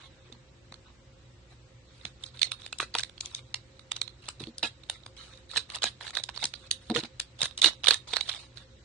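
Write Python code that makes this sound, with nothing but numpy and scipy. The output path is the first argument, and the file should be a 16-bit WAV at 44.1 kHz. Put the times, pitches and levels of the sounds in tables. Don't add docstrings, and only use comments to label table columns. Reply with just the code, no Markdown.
import sys
import numpy as np
from scipy import signal
from scipy.fft import rfft, irfft, next_fast_len
from scipy.io import wavfile
from scipy.ndimage import uniform_filter1d, minimum_filter1d

SR = 44100
rng = np.random.default_rng(int(sys.argv[2]) if len(sys.argv) > 2 else 0)


def amp(db):
    return 10 ** (np.asarray(db, float) / 20)


def write(x):
    x = np.atleast_2d(x).T
    wavfile.write(sys.argv[1], SR, np.round(np.clip(x, -1, 1) * 32767).astype(np.int16))


N = 389868

# (frequency [Hz], level [dB per Hz])
AIR_COLOUR = [(15, -42.5), (25, -27.5), (47, -9), (91, -6.5), (123, -7), (146, -15), (308, -18), (436, -22),
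              (532, -20.5), (649, -27), (1840, -27), (2030, -27), (9500, -37), (12400, -108), (20900, -120)]
# (frequency [Hz], likeness [0 to 1])
AIR_LIKENESS = [(60, 0.99), (170, 0.92), (460, 0.59), (1280, 0.087), (3540, 0.0081), (9800, 0.02)]
# (frequency [Hz], width [Hz], level [dB], left-right [dB])
HUM_LINES = [(62, 7.2, -64, -3), (95, 4.1, -77, 0.5), (122.7, 7.9, -61.5, -0.5), (356.2, 22, -71, 0.5),
             (527.2, 14, -70, -5.5)]
# (start [s], end [s], level at start [dB], level at end [dB])
RUSTLE_STROKES = [(0.0, 0.075, -59.5, -59.5), (0.1, 0.301, -72.5, -71), (0.32, 0.351, -63.5, -66.5),
                  (0.857, 0.903, -67.5, -67), (1.507, 1.538, -58.5, -72.5), (1.88, 2.068, -72, -56),
                  (2.068, 2.102, -57.5, -62), (2.211, 2.287, -58, -56), (2.342, 2.447, -54, -57),
                  (2.464, 2.47, -43, -35.5), (2.593, 2.657, -53.5, -52.5), (2.806, 2.843, -31.5, -39.5),
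                  (2.954, 3.012, -34, -35), (3.226, 3.275, -53.5, -48.5), (3.296, 3.392, -55, -48),
                  (3.963, 3.981, -44, -50), (4.222, 4.296, -59, -47), (4.399, 4.487, -43, -61.5),
                  (4.632, 4.674, -26.5, -36.5), (4.925, 4.967, -49, -52), (5.167, 5.402, -47, -61),
                  (5.494, 5.577, -53.5, -32), (5.571, 5.589, -25, -38), (5.69, 5.768, -51, -34),
                   (5.823, 5.884, -31.5, -34.5), (6.007, 6.097, -41.5, -44), (6.135, 6.205, -46, -41),
                   (6.34, 6.437, -51.5, -36), (6.571, 6.674, -60.5, -54), (6.814, 6.904, -61, -57),
                   (6.944, 7.007, -31, -35.5), (7.022, 7.054, -53, -44), (7.389, 7.458, -44, -30),
                   (7.584, 7.597, -39, -35.5), (7.621, 7.686, -25, -23.5), (7.846, 7.955, -36, -35.5),
                   (8.075, 8.199, -44, -40), (8.235, 8.294, -49.5, -38), (8.297, 8.379, -37.5, -43),
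                   (8.392, 8.466, -43, -56), (8.561, 8.636, -49.5, -60)]
# (start [s], length [s], level [dB], pitch [Hz])
CARD_SQUEAK = (0.04, 0.03, -64, 1085)
# (start [s], length [s], level [dB], pitch [Hz])
HELD_RINGS = [(0.298, 0.0049, -52, 418), (0.348, 0.004, -61, 920), (2.8005, 0.003, -26, 1250),
              (2.951, 0.0036, -36.5, 930), (4.408, 0.006, -47, 444), (4.423, 0.005, -53, 470),
              (4.471, 0.0063, -43.5, 330), (6.899, 0.023, -31.5, 228.6), (6.925, 0.025, -44.5, 420),
              (6.906, 0.024, -34, 323), (6.956, 0.03, -31, 476), (6.976, 0.023, -39, 315),
              (6.975, 0.023, -40, 137), (7.655, 0.022, -38, 325), (6.06, 0.025, -49, 1740)]
# (time [s], peak level [dB], quarter of the hand's damping time to fall 60 dB [s],
# favoured pitch [Hz])
TABLE_KNOCKS = [(0.323, -43.5, 0.087, 223), (0.718, -42, 0.065, 102), (2.049, -37.5, 0.063, 158),
                (2.799, -33.5, 0.043, 774), (2.951, -23.5, 0.01, 714), (4.407, -31.5, 0.033, 228),
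                (4.43, -30, 0.021, 127), (4.47, -38, 0.092, 290), (4.483, -34, 0.1, 256),
                (4.631, -30, 0.22, 646), (4.637, -32, 0.2, 239), (5.844, -37.5, 0.075, 204),
                (6.443, -35, 0.011, 200), (5.57, -37.5, 0.11, 473), (5.832, -39, 0.034, 800),
                (6.429, -31, 0.06, 750), (6.899, -29.5, 0.026, 450), (6.905, -33.5, 0.04, 720),
                (4.449, -50.5, 0.015, 444), (6.913, -23, 0.088, 246), (6.955, -28, 0.065, 251),
                (6.974, -31.5, 0.09, 460), (7.033, -31, 0.06, 247), (7.43, -31, 0.027, 118),
                (7.646, -43, 0.023, 345), (7.66, -33.5, 0.24, 350), (7.884, -28, 0.0077, 501),
                (7.908, -29.5, 0.03, 493), (8.134, -28.5, 0.013, 700)]
# (frequency [Hz], width [Hz], level [dB])
TABLE_MODES = [(144, 47, -2), (235, 18, -4.5), (312, 50, 1), (464, 27, -4), (736, 43, -6.5),
               (948, 30, -0.5)]
# (time [s], level [dB])
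SMALL_TICKS = [(0.326, -38), (0.748, -52.5), (2.227, -44), (2.373, -43), (2.446, -28), (2.619, -38),
               (2.787, -43), (2.942, -26), (3.045, -39.5), (3.096, -39), (3.18, -38.5), (3.795, -38),
               (3.913, -43.5), (3.93, -38), (4.243, -49), (4.258, -40), (4.404, -31.5), (4.471, -38),
               (4.837, -41), (4.89, -44), (5.857, -24), (6.068, -38), (6.079, -27.5), (6.298, -32),
               (6.363, -32), (7.392, -40), (7.511, -39), (8.229, -54), (8.573, -33.5), (8.581, -38)]
# (time [s], level [dB], body re level [dB], edge
# re level [dB])
BIG_CREASES = [(0.724, -44, 0, -4), (2.053, -22, -14, -20), (2.239, -25, -25, -15),
               (2.264, -30, -21.5, -8), (2.394, -32, -24, -10.5), (2.419, -10, -50, -11.5),
               (2.431, -9, -44, -10), (2.519, -19, -19, -9.5), (2.664, -26.5, -18, -9),
               (2.728, -23, -12.5, -11.5), (2.802, -28.5, 4.5, -2.5), (2.829, -33, 2, -6),
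               (2.952, -24, 1, -4), (2.986, -17, -36, -8), (2.995, -14.5, -27, -13),
               (3.035, -18, -28, -15), (3.209, -29, -20.5, 2.5), (3.259, -26, -24, -5.5),
               (3.349, -33.5, -20, 4.5), (3.544, -19, -13, -10.5), (3.918, -18, -14, -8.5),
               (3.966, -24, -20, -13), (4.0165, -17, -15, -11), (4.079, -30.5, -19.5, -24),
               (4.288, -28.5, -6.5, 1.5), (4.439, -32.5, -13.5, -27), (4.583, -37, -23, 4),
               (4.631, -24, 0, -10), (4.899, -17, -16, -12.5), (5.064, -39, -3, -4.5),
               (5.514, -48, -25, 8), (5.561, -22, -19, -40), (5.571, -17, -17.5, -19),
               (5.576, -11, -23, -24), (5.702, -34, -1, -11), (5.752, -28, -26, -8), (5.822, -19, -19, -28),
               (5.83, -20, -19, -25), (5.841, -16, -8, -6), (6.01, -47, 5.5, -28), (6.107, -38.5, -3.5, -1),
               (6.152, -25, -18.5, -10), (6.172, -28, 0, -4.5), (6.238, -27.5, -23, 0.5),
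               (6.291, -30.5, -4, -10), (6.376, -30, -10, -15), (6.429, -25.5, -8, -20),
               (6.441, -21, -18.5, -4.5), (6.455, -12, -26, -12), (6.539, -22, -26, -17),
               (6.713, -17.5, -28, -1), (6.722, -32, -22, -2), (6.901, -27, -7, -13.5),
               (6.95, -17, -34, -36), (6.962, -29.5, 0, -57.5), (7.037, -36.5, -7, -6),
               (7.2, -18.5, -17, -6), (7.408, -27, -16, -9.5), (7.418, -27, -6, 2),
                (7.432, -13.5, -13, -10), (7.457, -20, -9.5, -5), (7.578, -28, -24, -2.5),
                (7.619, -19, -25, -0.5), (7.642, -14.5, -18.5, -4), (7.66, -5, -27.5, -13),
                (7.843, -16, -21.5, -39), (7.851, -28.5, -10, -18.5), (7.861, -20.5, -36, -13),
                (7.871, -12, -36, -14.5), (7.885, -4, -16.5, -6.5), (7.909, -8, -24, -11),
                (7.927, -20.5, -27, -41), (7.943, -23, -14, -1), (8.138, -18, -23, -23),
                (8.168, -10.5, -17, -23), (8.21, -14.5, -20, -12.5), (8.294, -19, -14.5, -10.5),
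                (8.33, -30, -24.5, -18.5)]
# (time [s], level [dB])
CRACKLE_CREASES = [(2.528, -39), (5.522, -41), (5.72, -37), (5.748, -24), (5.759, -31), (5.834, -29),
                   (5.868, -27.5), (6.162, -35), (6.175, -28), (6.198, -33.5), (6.246, -42), (6.434, -31),
                   (6.911, -37), (6.967, -18), (6.973, -24.5), (6.991, -26.5), (7.21, -32), (7.428, -24.5),
                   (7.442, -24.5), (7.587, -38), (7.636, -24), (7.647, -14), (7.671, -15.5), (7.71, -35.5),
                   (7.837, -27.5), (7.889, -16), (7.907, -18), (7.917, -22.5), (7.923, -25), (7.936, -22),
                   (8.135, -20.5), (8.143, -29.5), (8.15, -33), (8.161, -26.5), (8.291, -23.5),
                   (8.297, -26), (8.317, -38), (8.348, -33), (8.364, -40), (0.742, -36), (2.062, -44.5),
                   (3.913, -40), (4.594, -43), (5.036, -48), (5.375, -47.5), (5.551, -41), (5.595, -35.5),
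                   (5.735, -45), (5.778, -40), (5.786, -39), (6.18, -37.5), (6.37, -39), (6.917, -31.5),
                   (7.029, -43.5), (7.733, -43.5), (8.099, -44), (8.13, -33.5), (8.201, -37), (8.303, -34)]
# (time [s], level [dB], body re level [dB], edge re level [dB])
QUICK_FOLDS = [(2.513, -36, -20, -16), (2.787, -47, -25, 10), (2.809, -34, -12, -0.5),
               (3.006, -26, -22, -14), (3.957, -39, -20, -16), (4.283, -46, 5, -10), (5.583, -27, -21, -21),
               (5.758, -38, -8, 4.5), (6.068, -36, -14, -14), (6.153, -27, -22, -17), (6.416, -46, -14, 2),
               (6.962, -42, -9, 8), (6.985, -44, 5, -14), (7.037, -35, -14, -10), (7.417, -36, 4, -12),
               (7.628, -25, -7, -5), (7.632, -19, -17, -15), (7.651, -22, -18, -4), (7.667, -20, -24, -14),
               (7.734, -33, -20.5, -15.5), (7.849, -38, -6, 2), (7.873, -28, -0.5, -14),
               (7.909, -11.5, -16, -10), (8.135, -32.5, 2.5, -20), (8.161, -25, -24, -22),
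               (7.644, -13, -7, -12), (6.442, -19, -24, -4), (5.833, -20, -26, -10), (7.2, -36, -30, 10),
               (3.919, -39, 0, 8)]
# (time [s], left-right [dB])
HAND_PLACES = [(0, -3.5), (2.3, -8.5), (2.8, -6), (3.6, -5.5), (4.3, -7.5), (5.5, -6.5), (6.1, -8),
               (6.9, -10.5), (7.3, -6.5), (7.64, -10), (7.9, -8), (8.8, -13.5)]
# (start [s], length [s], level [dB], pitch [Hz])
PANEL_POPS = [(2.429, 0.0037, -32.5, 2541), (2.727, 0.0046, -34.5, 2650), (2.802, 0.0037, -40.5, 388),
              (2.827, 0.004, -36.5, 1433), (2.982, 0.011, -38, 2890), (2.993, 0.0043, -35, 1590),
              (3.543, 0.0015, -33, 2106), (3.543, 0.0035, -35.5, 2794), (4.63, 0.0038, -42, 1920),
              (4.631, 0.0035, -27.5, 2676), (4.632, 0.0042, -39, 1406), (4.641, 0.021, -40.5, 1680),
              (4.643, 0.008, -29.5, 2553), (5.56, 0.004, -38, 2920), (5.56, 0.0034, -36.5, 1836),
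              (5.571, 0.0046, -32, 1756), (5.838, 0.0048, -31, 1593), (5.86, 0.019, -40.5, 1666),
              (6.169, 0.003, -35.5, 2410), (6.169, 0.0042, -33.5, 1606), (6.171, 0.0033, -36, 1173),
              (6.29, 0.0044, -37.5, 1100), (6.425, 0.0051, -41.5, 820), (6.445, 0.0032, -38, 894),
              (6.903, 0.02, -38, 724), (7.432, 0.005, -38.5, 1663), (7.456, 0.003, -40, 2036),
              (7.639, 0.0067, -24.5, 2620), (7.641, 0.005, -25, 1653), (7.658, 0.0087, -37.5, 898),
              (7.87, 0.0049, -33, 2300), (7.885, 0.0033, -29.5, 572), (7.885, 0.0052, -25, 1924),
              (7.906, 0.0038, -27, 1673), (7.908, 0.004, -26, 2530), (7.912, 0.027, -45.5, 2760),
              (7.943, 0.0029, -43.5, 1100), (7.943, 0.0036, -36, 1783)]
# (start [s], length [s], level [dB], pitch [Hz])
SNAP_PINGS = [(6.4415, 0.00091, -19, 4300), (6.454, 0.002, -20, 3900), (7.432, 0.003, -23, 3800),
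              (7.641, 0.006, -12, 3700), (7.643, 0.004, -14.5, 4250), (7.644, 0.0033, -16.5, 3000),
              (7.66, 0.003, -17, 3850), (7.907, 0.004, -12, 4150), (7.909, 0.002, -16, 3500),
              (8.137, 0.003, -22, 3900), (8.2095, 0.0018, -19, 3900)]
# (frequency [Hz], time to fall 60 dB [s])
WALL_DECAY = [(200, 0.16), (2000, 0.2), (10000, 0.15)]
# (frequency [Hz], gain [dB])
LEFT_PORT = [(300, -6), (1500, 2), (2600, 7.5), (3300, 6.5), (3900, 1.5), (4300, 7.5), (4900, 6), (7000, 2),
             (9500, -1.5), (10400, -20.5), (11500, -52.5)]
# (frequency [Hz], gain [dB])
RIGHT_PORT = [(300, -1), (1500, 8), (2400, 9.5), (3200, 16.5), (3800, 27), (4200, 23), (4900, 11),
              (7000, -3), (9000, -11.5), (10400, -29.5), (11500, -56)]
# (frequency [Hz], level [dB])
WEAKEST_KEPT = [(1000, -100), (3000, -88), (7500, -78), (8400, -61.5), (10000, -59), (11000, -47)]


def unit(x):
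    return x / np.sqrt(np.mean(x ** 2) + 1e-20)


def along(points, hz):
    f, v = np.transpose(points)
    return np.interp(np.log(hz + 1), np.log(f + 1), v)


def filtered(x, response):
    m = 2 * next_fast_len(N // 2 + SR // 4)
    return irfft(rfft(x, m) * response(np.fft.rfftfreq(m, 1 / SR)), m)[..., :N]


def causal(points):
    def response(hz):
        cepstrum = irfft(np.log(amp(along(points, hz))))
        cepstrum[1:len(hz) - 1] *= 2
        cepstrum[len(hz):] = 0
        return np.exp(rfft(cepstrum))
    return response


def air():
    def mid_side_gain(hz):
        turn = np.arccos(np.clip(along(AIR_LIKENESS, hz), -1, 1)) / 2
        return amp(along(AIR_COLOUR, hz)) * [np.cos(turn), np.sin(turn)]

    def hum_gain(f):
        total = 0
        for hz, width, db, pan_db in HUM_LINES:
            sides = amp(db + np.array([[.5], [-.5]]) * pan_db)
            total = total + sides * np.exp(-((f - hz) / width) ** 2) * np.sqrt(SR / 2.5 / width)
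        return total

    mid, side = filtered(rng.standard_normal((2, N)), mid_side_gain)
    hiss = amp(-57) * unit(np.array([mid + side, mid - side]))
    return hiss + filtered(rng.standard_normal(N), hum_gain)


def rustle():
    per_second, spread_db, shared = 280, 17, .5
    fade, grip = .0072, .004
    pack_s = 1.85
    t = np.arange(N) / SR
    stroke = np.zeros((3, 1, N))
    for start, end, from_db, to_db in RUSTLE_STROKES:
        body_db = -8 - .2 * ((from_db + to_db) / 2 + 41.5)
        body_db += 8.5 * (start < pack_s)
        now = slice(max(round((start - fade) * SR), 0), round((end + fade) * SR))
        edges = np.clip(np.minimum((t[now] - start) / grip, (end - t[now]) / fade) + 1, 0, 1)
        level = edges * amp(np.interp(t[now], [start, end], [from_db, to_db]) - 3)
        stroke[..., now] += level * amp([body_db + 14, 0, 3])[:, None, None]
    draw = rng.random((3, 1, N)) * SR / per_second
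    sizes = (draw < 1) * amp(-spread_db * np.minimum(draw, 1))
    clumps = np.sqrt(np.abs(signal.filtfilt([1], [1, -.97], sizes ** 2)))
    both, own = rng.standard_normal((3, 1, N)), rng.standard_normal((3, 2, N))
    noise = shared * both + (1 - shared) * own
    idle = amp(np.where(t < pack_s, -72, -65))
    return noise * ((unit(clumps) + .45) * stroke + idle) * amp([[3], [-3]])


def foil(body, core, edge):
    def low(f, hz):
        return 1 / (1 + 1j * f / hz) ** 2

    def high(f, hz):
        return (1j * f / hz) ** 2 * low(f, hz)

    flap = filtered(body, lambda f: high(f, 450) * low(f, 2600) ** 2)
    snap = filtered(core, lambda f: high(f, 2540) * low(f, 6720))
    return flap + snap + filtered(edge, lambda f: high(f, 8270))


def panels(x, depth_db):
    z = signal.stft(x, nperseg=256)[2]
    field = uniform_filter1d(rng.standard_normal(z.shape[1:]), size=2, axis=0)
    field = uniform_filter1d(field, size=9, axis=1)
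    gain = amp(depth_db * np.clip(unit(field), -2.5, 1.8) - 2.5)
    return signal.istft(z * gain, nperseg=256)[1][:, :N]


def squeak():
    s, length, db, hz = CARD_SQUEAK
    overtones = [(s, length, db, k * hz) for k in range(1, 5)]
    return rings(overtones, lift_db=4.5, rise=.0036, fall=.0092)


def rings(rows, lift_db, rise=.0014, fall=.0022):
    out, t = np.zeros(N + SR), np.arange(SR // 10) / SR
    for s, length, db, hz in rows:
        shape = (1 - np.exp(-t / rise)) * np.exp(-np.clip(t - length, 0, None) / fall - t / .04)
        out[round(s * SR):][:len(t)] += amp(db + lift_db) * shape * np.sin(2 * np.pi * hz * t)
    return out[:N]


def knocks():
    out, t = np.zeros(N + SR), np.arange(SR // 5) / SR
    hz, width, level = np.transpose(TABLE_MODES)[..., None]
    for s, db, t60, spot_hz in TABLE_KNOCKS:
        strength = level + 2 * rng.standard_normal(hz.shape) - 15 * np.abs(np.log2(hz / spot_hz))
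        ring = np.sum(amp(strength - 21 * width * t) * np.sin(2 * np.pi * hz * t), axis=0)
        ring *= amp(-60 * t / np.clip(4 * t60, .02, 1))
        ring *= 1 - np.exp(-t / .00089)
        out[round(s * SR):][:len(t)] += amp(db) * ring / np.abs(ring).max()
    return out[:N]


def small(rows):
    return [(s, db, -15.5, -16.5) for s, db in rows]


def snaps(creases, rise=.0013, fall=.0019):
    shared, growth, pan_scatter_db = .6, .077, 1.5
    facing = .28
    parts, t = np.zeros((3, 2, N + SR)), np.arange(SR // 30) / SR - .01
    for s, db, body_db, edge_db in creases:
        both, own = rng.standard_normal((3, 1, len(t))), rng.standard_normal((3, 2, len(t)))
        pan_db = np.interp(s, *np.transpose(HAND_PLACES)) + facing * (edge_db + 11.5)
        pan_db += pan_scatter_db * rng.standard_normal()
        u = t / amp(growth * (db + 24.5))
        shape = np.where(u < 0, np.exp(-(u / rise) ** 2), np.exp(-np.abs(u) / fall))
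        shape += 1.5 * np.exp(-np.abs(t) / .0003)
        own = own * [[[.4]], [[1]], [[1]]]
        burst = shape * (shared * both + (1 - shared) * own)
        burst[..., np.argmin(np.abs(t))] += 3.5
        burst /= np.linalg.norm(burst, axis=2, keepdims=True)
        part_gains = amp([db + body_db + 30, db + 12, db + edge_db + 27.5])[:, None]
        gains = part_gains * amp([.5 * pan_db + 8.5, -.5 * pan_db - 1])
        parts[..., round((s + t[0]) * SR):][..., :len(t)] += gains[..., None] * burst
    return parts[..., :N]


def pops_and_pings():
    pops = rings(PANEL_POPS, lift_db=4.5) * amp([[-1.5], [1.5]])
    return pops + rings(SNAP_PINGS, lift_db=3, fall=.0012) * amp([[-2.5], [2.5]])


def walls(x):
    hz, t, z = signal.stft(rng.standard_normal((2, SR // 2)), SR, nperseg=256)
    decay = amp(-60 * t / along(WALL_DECAY, hz)[:, None])
    tail = signal.istft(z * decay, SR, nperseg=256)[1]
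    late = np.pad(x, ((0, 0), (300, 0)))
    return signal.fftconvolve(late, tail / np.linalg.norm(tail[0]), axes=1)[:, :N]


def ports(x):
    return np.array([filtered(x[0], causal(LEFT_PORT)), filtered(x[1], causal(RIGHT_PORT))])


def scene():
    creases = BIG_CREASES + small(SMALL_TICKS)
    crumpling = panels(foil(*snaps(creases)), depth_db=3)
    rubbing = panels(foil(*rustle()), depth_db=4.5)
    crackle = foil(*snaps(small(CRACKLE_CREASES), rise=.001, fall=.0015))
    pack = crumpling + rubbing + crackle
    table = filtered(knocks(), causal([(40, -21), (110, -2.5), (900, -.5)]))
    table = table + rings(HELD_RINGS, lift_db=7) + squeak()
    pops = pops_and_pings()
    echo = amp(-14.5) * walls(pack)
    room = amp(-21) * walls(pops) + air()
    folds = foil(*snaps(QUICK_FOLDS, rise=.0007, fall=.0012))
    return ports(pack + echo + folds) + pops + table + room


def memory_saving(x):
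    jump_db = 6
    power = np.abs(uniform_filter1d(np.diff(x, prepend=0) ** 2, size=128)).sum(0) + 1e-12
    before = np.roll(uniform_filter1d(power, size=1024), 640)
    rises = power > amp(2 * jump_db) * before
    sudden = -minimum_filter1d(-1. * rises, size=2300, origin=-750)
    short = uniform_filter1d(sudden, size=256)
    quick = coarse(x, step_db=6, scatter_db=3.5, top_hz=10900, size=128, bins=2, frames=3)
    slow = coarse(x, step_db=6.5, scatter_db=4.5, top_hz=9800, size=1024, bins=16, frames=1)
    return short * quick + (1 - short) * slow


def coarse(x, step_db, scatter_db, top_hz, size, bins, frames):
    k = np.arange(size) + .5
    n = np.arange(2 * size) + .5
    window = np.sin(np.pi * n / (2 * size))[:, None]
    waves = np.cos(np.pi / size * np.outer(n + size / 2, k))
    basis = (window * waves * np.sqrt(2 / size)).astype("f4")
    blocks = np.pad(x, ((0, 0), (size, 2 * size - N % size))).reshape(2, -1, size).astype("f4")
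    c = np.concatenate([blocks[:, :-1], blocks[:, 1:]], axis=2) @ basis
    power = uniform_filter1d(uniform_filter1d(c ** 2, bins, axis=2), frames, axis=1)
    near = np.sqrt(np.abs(power)) + 1e-9
    hz = k * SR / (2 * size)
    luck = np.repeat(rng.standard_normal((c.shape[1], size // bins)), bins, axis=1)
    step = near * amp(step_db + along([(400, -16), (1500, -.5)], hz) + scatter_db * luck)
    masker = amp(-25) * np.sqrt(np.mean(c[..., hz > 1000] ** 2, axis=2, keepdims=True))
    keep = (near > np.maximum(amp(along(WEAKEST_KEPT, hz)), masker)) & (hz < top_hz)
    rounded = np.sign(c) * np.floor(np.abs(c) / step + .4) * step * keep
    y = rounded @ basis.T
    return (y[:, :-1, size:] + y[:, 1:, :size]).reshape(2, -1)[:, :N]


def limited(x, top):
    need = np.minimum(1, top / (np.abs(x).max(axis=0) + 1e-9))
    return x * uniform_filter1d(minimum_filter1d(need, size=129), size=65)


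def roll_off(x):
    return signal.sosfilt(signal.butter(12, 16000, fs=SR, output="sos"), x)


def record(dry):
    tamed = limited(memory_saving(dry), top=1.24)
    mix = np.clip(tamed, -1, 1)
    return roll_off(mix)


dry = scene()
out = record(dry)
write(out)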